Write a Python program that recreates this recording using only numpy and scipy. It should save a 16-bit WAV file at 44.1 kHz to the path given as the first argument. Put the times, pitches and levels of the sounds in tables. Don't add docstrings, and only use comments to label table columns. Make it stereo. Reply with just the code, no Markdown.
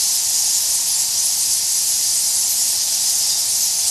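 import sys
import numpy as np
from scipy import signal
from scipy.fft import rfft, irfft
from scipy.io import wavfile

SR = 44100
rng = np.random.default_rng(int(sys.argv[2]) if len(sys.argv) > 2 else 0)


def dump(signal):
    limited = np.clip(np.atleast_2d(signal).T, -1, 1)
    pcm = np.round(limited * 32767).astype(np.int16)
    wavfile.write(sys.argv[1], SR, pcm)


N = 171990
TIME = np.arange(N) / SR

# f/Hz, level/dB per Hz
COLONY_SPECTRUM = [(1300, -27), (1470, -22), (1600, -23.5), (1800, -18.5), (2300, -18), (3350, -12.5),
                   (4300, -5), (4900, -0.5), (6100, 1), (7000, 0.46), (8600, -4.5), (10300, -4),
                   (11400, -5), (12300, -8.5)]
# t/s, level/dB
LOW_VOICE_LEVEL = [(0.0, -18), (0.15, -20), (1.05, -22), (1.07, -26), (1.12, -21), (1.9, -23),
                   (1.93, -19.5), (2.36, -24.5), (3.08, -17.5), (3.15, -24), (3.31, -18.5), (3.37, -23),
                   (3.48, -23), (3.58, -23), (3.64, -19), (3.73, -23), (3.88, -17.5), (3.9, -27)]
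HIGH_VOICE_LEVEL = [(0.0, -19), (0.02, -20.5), (0.57, -20.5), (0.66, -23), (0.75, -17), (0.79, -22),
                    (1.02, -22), (1.1, -24.5), (1.25, -20.5), (1.34, -22.5), (1.53, -19.5), (1.64, -24.5),
                    (1.68, -21), (2.73, -20.5), (2.76, -23), (3.16, -20), (3.2, -21.5), (3.9, -22)]
# middle t/s, duration/s, centre f/Hz, bandwidth/Hz, level/dB, left minus right/dB
SCREECH_CALLS = [ (0.372, 0.17, 6860, 1200, -23, -7), (0.551, 0.091, 6950, 1300, -19.5, -9),
                 (0.741, 0.088, 7050, 1700, -29, -8), (0.75, 0.058, 9150, 1300, -28, -4),
                 (0.914, 0.073, 10800, 1500, -24, -17), (1.023, 0.077, 7200, 900, -23, -6),
                 (1.423, 0.062, 9100, 1200, -24, -3), (1.537, 0.044, 10200, 2200, -22, -12),
                 (1.909, 0.1, 10600, 1100, -24, -16), (2.155, 0.067, 8700, 1900, -25, 1),
                 (2.387, .048, 10000, 1100, -26, -12), (2.511, 0.059, 11800, 1000, -21, -17),
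                 (2.695, 0.054, 8400, 1500, -23, -5), (2.79, 0.12, 5130, 800, -24.5, -11),
                 (2.96, .16, 5950, 900, -24.5, -7), (3.15, .06, 6200, 1300, -24, -10),
                 (3.255, 0.1, 5200, 700, -22.5, -6), (3.424, 0.052, 5230, 700, -23, -6),
                 (3.624, 0.11, 11900, 1100, -27, -12), (3.629, .11, 6560, 1700, -20, -10),
                 (3.881, .04, 8300, 2200, -17.5, -11)]
# start t/s, duration/s, first f/Hz, middle f/Hz, last f/Hz, level/dB, left minus right/dB
SQUEAK_CALLS = [(0.872, 0.023, 9400, 10050, 10400, -20.5, -17), (0.902, .026, 9200, 10000, 10800, -25, -12),
                (0.922, 0.036, 10700, 10000, 8560, -22, -9), (0.93, 0.022, 4450, 4520, 4360, -24, -20),
                (0.952, 0.019, 7630, 7300, 6740, -21.5, -4), (0.988, 0.032, 7300, 7700, 7450, -23, -5),
                (0.999, 0.031, 10500, 11100, 10570, -18.5, -22),
                (1.136, 0.082, 5670, 5950, 6200, -23.5, -8), (1.23, 0.017, 8000, 8300, 8500, -21, -10),
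                (1.24, 0.033, 10200, 10150, 10460, -17.5, -14),
                (1.266, 0.046, 10300, 10950, 11130, -21.5, -21),
                (1.374, .022, 11700, 11850, 11600, -24, -18), (1.408, 0.03, 9400, 9100, 8340, -27, -2),
                (1.645, 0.08, 10500, 10650, 10950, -27, -13), (1.71, 0.03, 7270, 7750, 7940, -23, -7),
                (1.717, 0.018, 10900, 10800, 10700, -22, -18),
                (1.758, 0.037, 10300, 10450, 10700, -22, -18),
                (1.902, .03, 11100, 10750, 10000, -23.5, -16), (2.167, 0.044, 7640, 8450, 7900, -22, -5),
                (2.2, .038, 10350, 10400, 10300, -25, -14), (2.262, 0.049, 8300, 8600, 8200, -23.5, -4),
                (2.363, 0.037, 10300, 10500, 10000, -23, -14),
                (2.601, 0.049, 9670, 10650, 10700, -23.5, -16), (3.006, 0.097, 3900, 3980, 3980, -36, -4),
                (3.035, .028, 11400, 11250, 11000, -25, -14), (3.092, 0.018, 9900, 10150, 10100, -24.5, -9),
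                (3.128, .03, 9100, 9400, 9500, -25, -2), (3.275, 0.088, 4950, 4870, 4900, -24, -9),
                (3.295, 0.093, 3700, 3700, 3780, -32.5, -6), (3.382, 0.025, 11600, 11650, 11400, -24, -26),
                (3.478, 0.054, 8900, 9050, 8500, -21.5, -8), (3.65, 0.025, 10200, 10150, 9900, -23, -9),
                (3.775, 0.033, 9900, 9900, 8900, -22.5, -5)]
# f/Hz, level/dB per Hz
RUSH_SPECTRUM = [(25, -18), (59, -3.5), (87, -0.5), (130, -4.5), (230, -5.5), (330, -8), (490, -9.5),
                 (620, -5.5), (740, -0.5), (840, 0), (1000, -1.5), (1130, -8), (1270, -11), (1400, -7)]
# t/s, level/dB
HOLLOW_LEVEL = [(0.0, -44), (0.81, -42.5), (1.52, -44.5), (1.57, -45.5), (3.38, -42), (3.73, -44),
                (3.9, -41.5)]
# mean f/Hz, level/dB
HUM_TONES = [(103, -66), (195, -64.5), (271, -68.5)]
# f/Hz, left minus right/dB
STEREO_LEAN = [(60, 0.5), (120, 0), (260, -1), (420, -5.5), (750, -5), (1300, -2.5), (2000, -5),
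               (3000, -5.5), (4900, -10.5), (7000, -10.5), (8700, -5), (9400, -9.5), (11000, -17.5),
               (11600, -14)]
# f/Hz, coefficient (1 = alike)
STEREO_LIKENESS = [(30, 0.65), (70, 0.89), (140, 0.74), (300, 0.26), (800, 0.68), (1400, 0.46),
                   (2800, 0.46), (5500, 0.56), (9000, .68), (12000, 0.68)]

COLONY_DB, VOICE_SPLIT_HZ = -16.5, 5400
SWING = 0.66
SURGE_DB, SURGES_PER_S = 0.4, 12
PATCH_DB, PATCHES_PER_S = 0.97, 37
FLUTTER_DB, FLUTTERS_PER_S = -0.3, 360

SCREECH_TRIM_DB, RASP_DB, RASPS_PER_S = -2, 2.5, 520

SQUEAK_TRIM_DB, SQUEAK_TAPER = -2, 0.3
WAVER, WAVERS_PER_S = 0.0093, 250
TREMBLE_DB, TREMBLES_PER_S = 2.5, 120

CHATTER_PER_S, CHATTER_S = 230, 0.026
CHATTER_DB, CHATTER_SPREAD_DB = -32, 4.5
CHATTER_FOLLOWS = 0.5
CHATTER_LOW_HZ, CHATTER_HIGH_HZ = 4500, 12070
CHATTER_GLIDE, CHATTER_ARCH = 0.11, 0.0299
CHATTER_PAN_DB = 15

RUSH_DB = -42.5
RUSH_SINK = 0.034

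CAVE_T60_S, CAVE_DB = 0.34, -6
NEAR_WALLS_S, NEAR_WALLS_DB = 0.03, -9.5
CUTOFF_HZ = 12450


def colony(count=16):
    hz, noise = diffuse(COLONY_SPECTRUM)
    noise = noise / np.sqrt(1 + (1300 / (hz + 1)) ** 12)
    low, high = swing_db(LOW_VOICE_LEVEL), swing_db(HIGH_VOICE_LEVEL)
    surge = SURGE_DB * drift(SURGES_PER_S)
    centres = np.linspace(2000, 12500, count)
    out = 0
    for centre, own in zip(centres, np.eye(count)):
        upper = 1 / (1 + (VOICE_SPLIT_HZ / centre) ** 10)
        calling = 1 / (1 + (3000 / centre) ** 4)
        db = SWING * (upper * high + (1 - upper) * low) + surge
        db = db + PATCH_DB * drift(PATCHES_PER_S) + FLUTTER_DB * drift(FLUTTERS_PER_S)
        band = irfft(noise * np.interp(hz, centres, own), N)
        out = out + from_db(calling * db) * band
    return from_db(COLONY_DB) * rms_one(out)


def screeches():
    out = np.zeros((2, N))
    for middle, length, hz, width, db, side_db in SCREECH_CALLS:
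        throat = signal.butter(2, [hz - width / 2, hz + width / 2], "band", fs=SR, output="sos")
        rasp = from_db(RASP_DB * drift(RASPS_PER_S, size=SR // 2))
        voice = rms_one(signal.sosfilt(throat, rng.standard_normal(SR // 2) * rasp))
        size = int(length * SR)
        swell = np.sqrt(np.abs(np.sin(np.linspace(0, np.pi, size))))
        call = voice[:size] * swell * from_db(db + SCREECH_TRIM_DB)
        add(out, middle - length / 2, call * pan(side_db))
    return out


def squeaks():
    out = np.zeros((2, N))
    for start, length, *pitches_hz, db, side_db in SQUEAK_CALLS:
        add(out, start, squeak(length, pitches_hz) * from_db(db + SQUEAK_TRIM_DB) * pan(side_db))
    return out


def squeak(length, pitches_hz):
    u = np.linspace(0, 1, int(length * SR))
    glide_hz = np.polyval(np.polyfit([0, 0.5, 1], pitches_hz, 2), u)
    hz = glide_hz * (1 + WAVER * drift(WAVERS_PER_S, size=SR // 2)[:len(u)])
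    tone = np.sin(2 * np.pi * np.cumsum(hz) / SR) * np.sqrt(2)
    tremble = from_db(TREMBLE_DB * drift(TREMBLES_PER_S, size=SR // 4)[:len(u)])
    taper = np.abs(np.sin(np.pi * u)) ** SQUEAK_TAPER
    return rms_one(tremble) * taper * tone


def chatter():
    out = np.zeros((2, N))
    draws = rng.random((int(CHATTER_PER_S * N / SR), 6))
    for when, pitch, length, glide, loud, place in draws:
        hz = CHATTER_LOW_HZ + (CHATTER_HIGH_HZ - CHATTER_LOW_HZ) * pitch
        slope = CHATTER_GLIDE * (glide - 0.5)
        pitches_hz = hz * np.array([1 - slope, 1 + CHATTER_ARCH, 1 + slope])
        call = squeak(CHATTER_S * (0.5 + length), pitches_hz)
        db = CHATTER_DB + CHATTER_SPREAD_DB * (2 * loud - 1)
        db = db + CHATTER_FOLLOWS * at_hz(COLONY_SPECTRUM, hz)
        side_db = at_hz(STEREO_LEAN, hz) + CHATTER_PAN_DB * (place - 0.5)
        add(out, when * N / SR, call * from_db(db) * pan(side_db))
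    return out * from_db(SWING * swing_db(HIGH_VOICE_LEVEL))


def cave(x):
    t = TIME[:SR]
    walls = rng.standard_normal((2, SR)) * from_db(-60 * t / CAVE_T60_S) * (t > 0.006)
    walls /= np.sqrt(np.sum(walls ** 2, axis=1, keepdims=True))
    return x + from_db(CAVE_DB) * signal.fftconvolve(x, walls, axes=1)[:, :N]


def rush():
    hz, noise = diffuse(RUSH_SPECTRUM)
    noise = noise / np.sqrt((1 + (hz / 1350) ** 12) * (1 + (22 / (hz + 1)) ** 6))
    bass = 1 / (1 + (hz / 450) ** 4)

    def shifted(ratio):
        change_db = at_hz(RUSH_SPECTRUM, hz / ratio) - at_hz(RUSH_SPECTRUM, hz)
        return irfft(noise * (1 - bass) * from_db(change_db), N)

    early, late = shifted(1 + RUSH_SINK), shifted(1 - RUSH_SINK)
    hollow = early + (late - early) * TIME / TIME[-1]
    air = rms_one(irfft(noise * bass, N) + from_db(swing_db(HOLLOW_LEVEL)) * hollow)
    return from_db(RUSH_DB) * air + hum()


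def hum():
    out = 0
    for line_hz, db in HUM_TONES:
        phase = 2 * np.pi * np.cumsum(line_hz + 3 * drift(5)) / SR
        out = out + from_db(db) * np.sqrt(2) * np.sin(phase)
    return out


def diffuse(spectrum):
    hz = np.arange(N // 2 + 1) * SR / N
    mid, side = rfft(rng.standard_normal((2, N)))
    alike = np.clip(at_hz(STEREO_LIKENESS, hz), -1, 1)
    both = np.sqrt(1 + alike) * mid + np.sqrt(1 - alike) * side * [[1], [-1]]
    walls = rng.standard_normal((2, int(NEAR_WALLS_S * SR)))
    walls = walls / np.sqrt(walls.shape[1]) * from_db(NEAR_WALLS_DB)
    colour = 1 + rfft(walls, N) * hz / (hz + 700)
    return hz, both * colour * from_db(at_hz(spectrum, hz)) * pan(at_hz(STEREO_LEAN, hz))


def drift(rate, size=N):
    step = 20
    r = np.exp(-2 * np.pi * rate * step / SR)
    chance = rng.standard_normal(size // step + 3000)
    slow = signal.lfilter([1], [1, -2 * r, r * r], chance)[2000:]
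    return np.interp(np.arange(size) / step, np.arange(len(slow)), rms_one(slow))


def swing_db(rows):
    db = np.interp(TIME, *np.transpose(rows))
    return db - db.mean()


def at_hz(points, hz):
    table = np.array(points)
    return np.interp(np.log(hz + 1e-9), np.log(table[:, 0]), table[:, 1])


def pan(db):
    gains = from_db(np.array([[0.5], [-0.5]]) * db)
    return gains / np.sqrt(np.mean(gains ** 2, axis=0))


def add(out, start, sound):
    i = int(np.clip(start * SR, 0, N - 1))
    out[:, i:i + sound.shape[1]] += sound[:, :N - i]


def from_db(db):
    return 10 ** (np.asarray(db) / 20)


def rms_one(x):
    return x / np.sqrt(np.mean(x ** 2) + 1e-20)


def scene():
    calls = cave(screeches() + squeaks())
    return colony() + calls + cave(chatter()) + rush()


def record(dry):
    low_pass = signal.ellip(12, 0.1, 80, CUTOFF_HZ, fs=SR, output="sos")
    return signal.sosfilt(low_pass, dry)


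dry = scene()
out = record(dry)
dump(out)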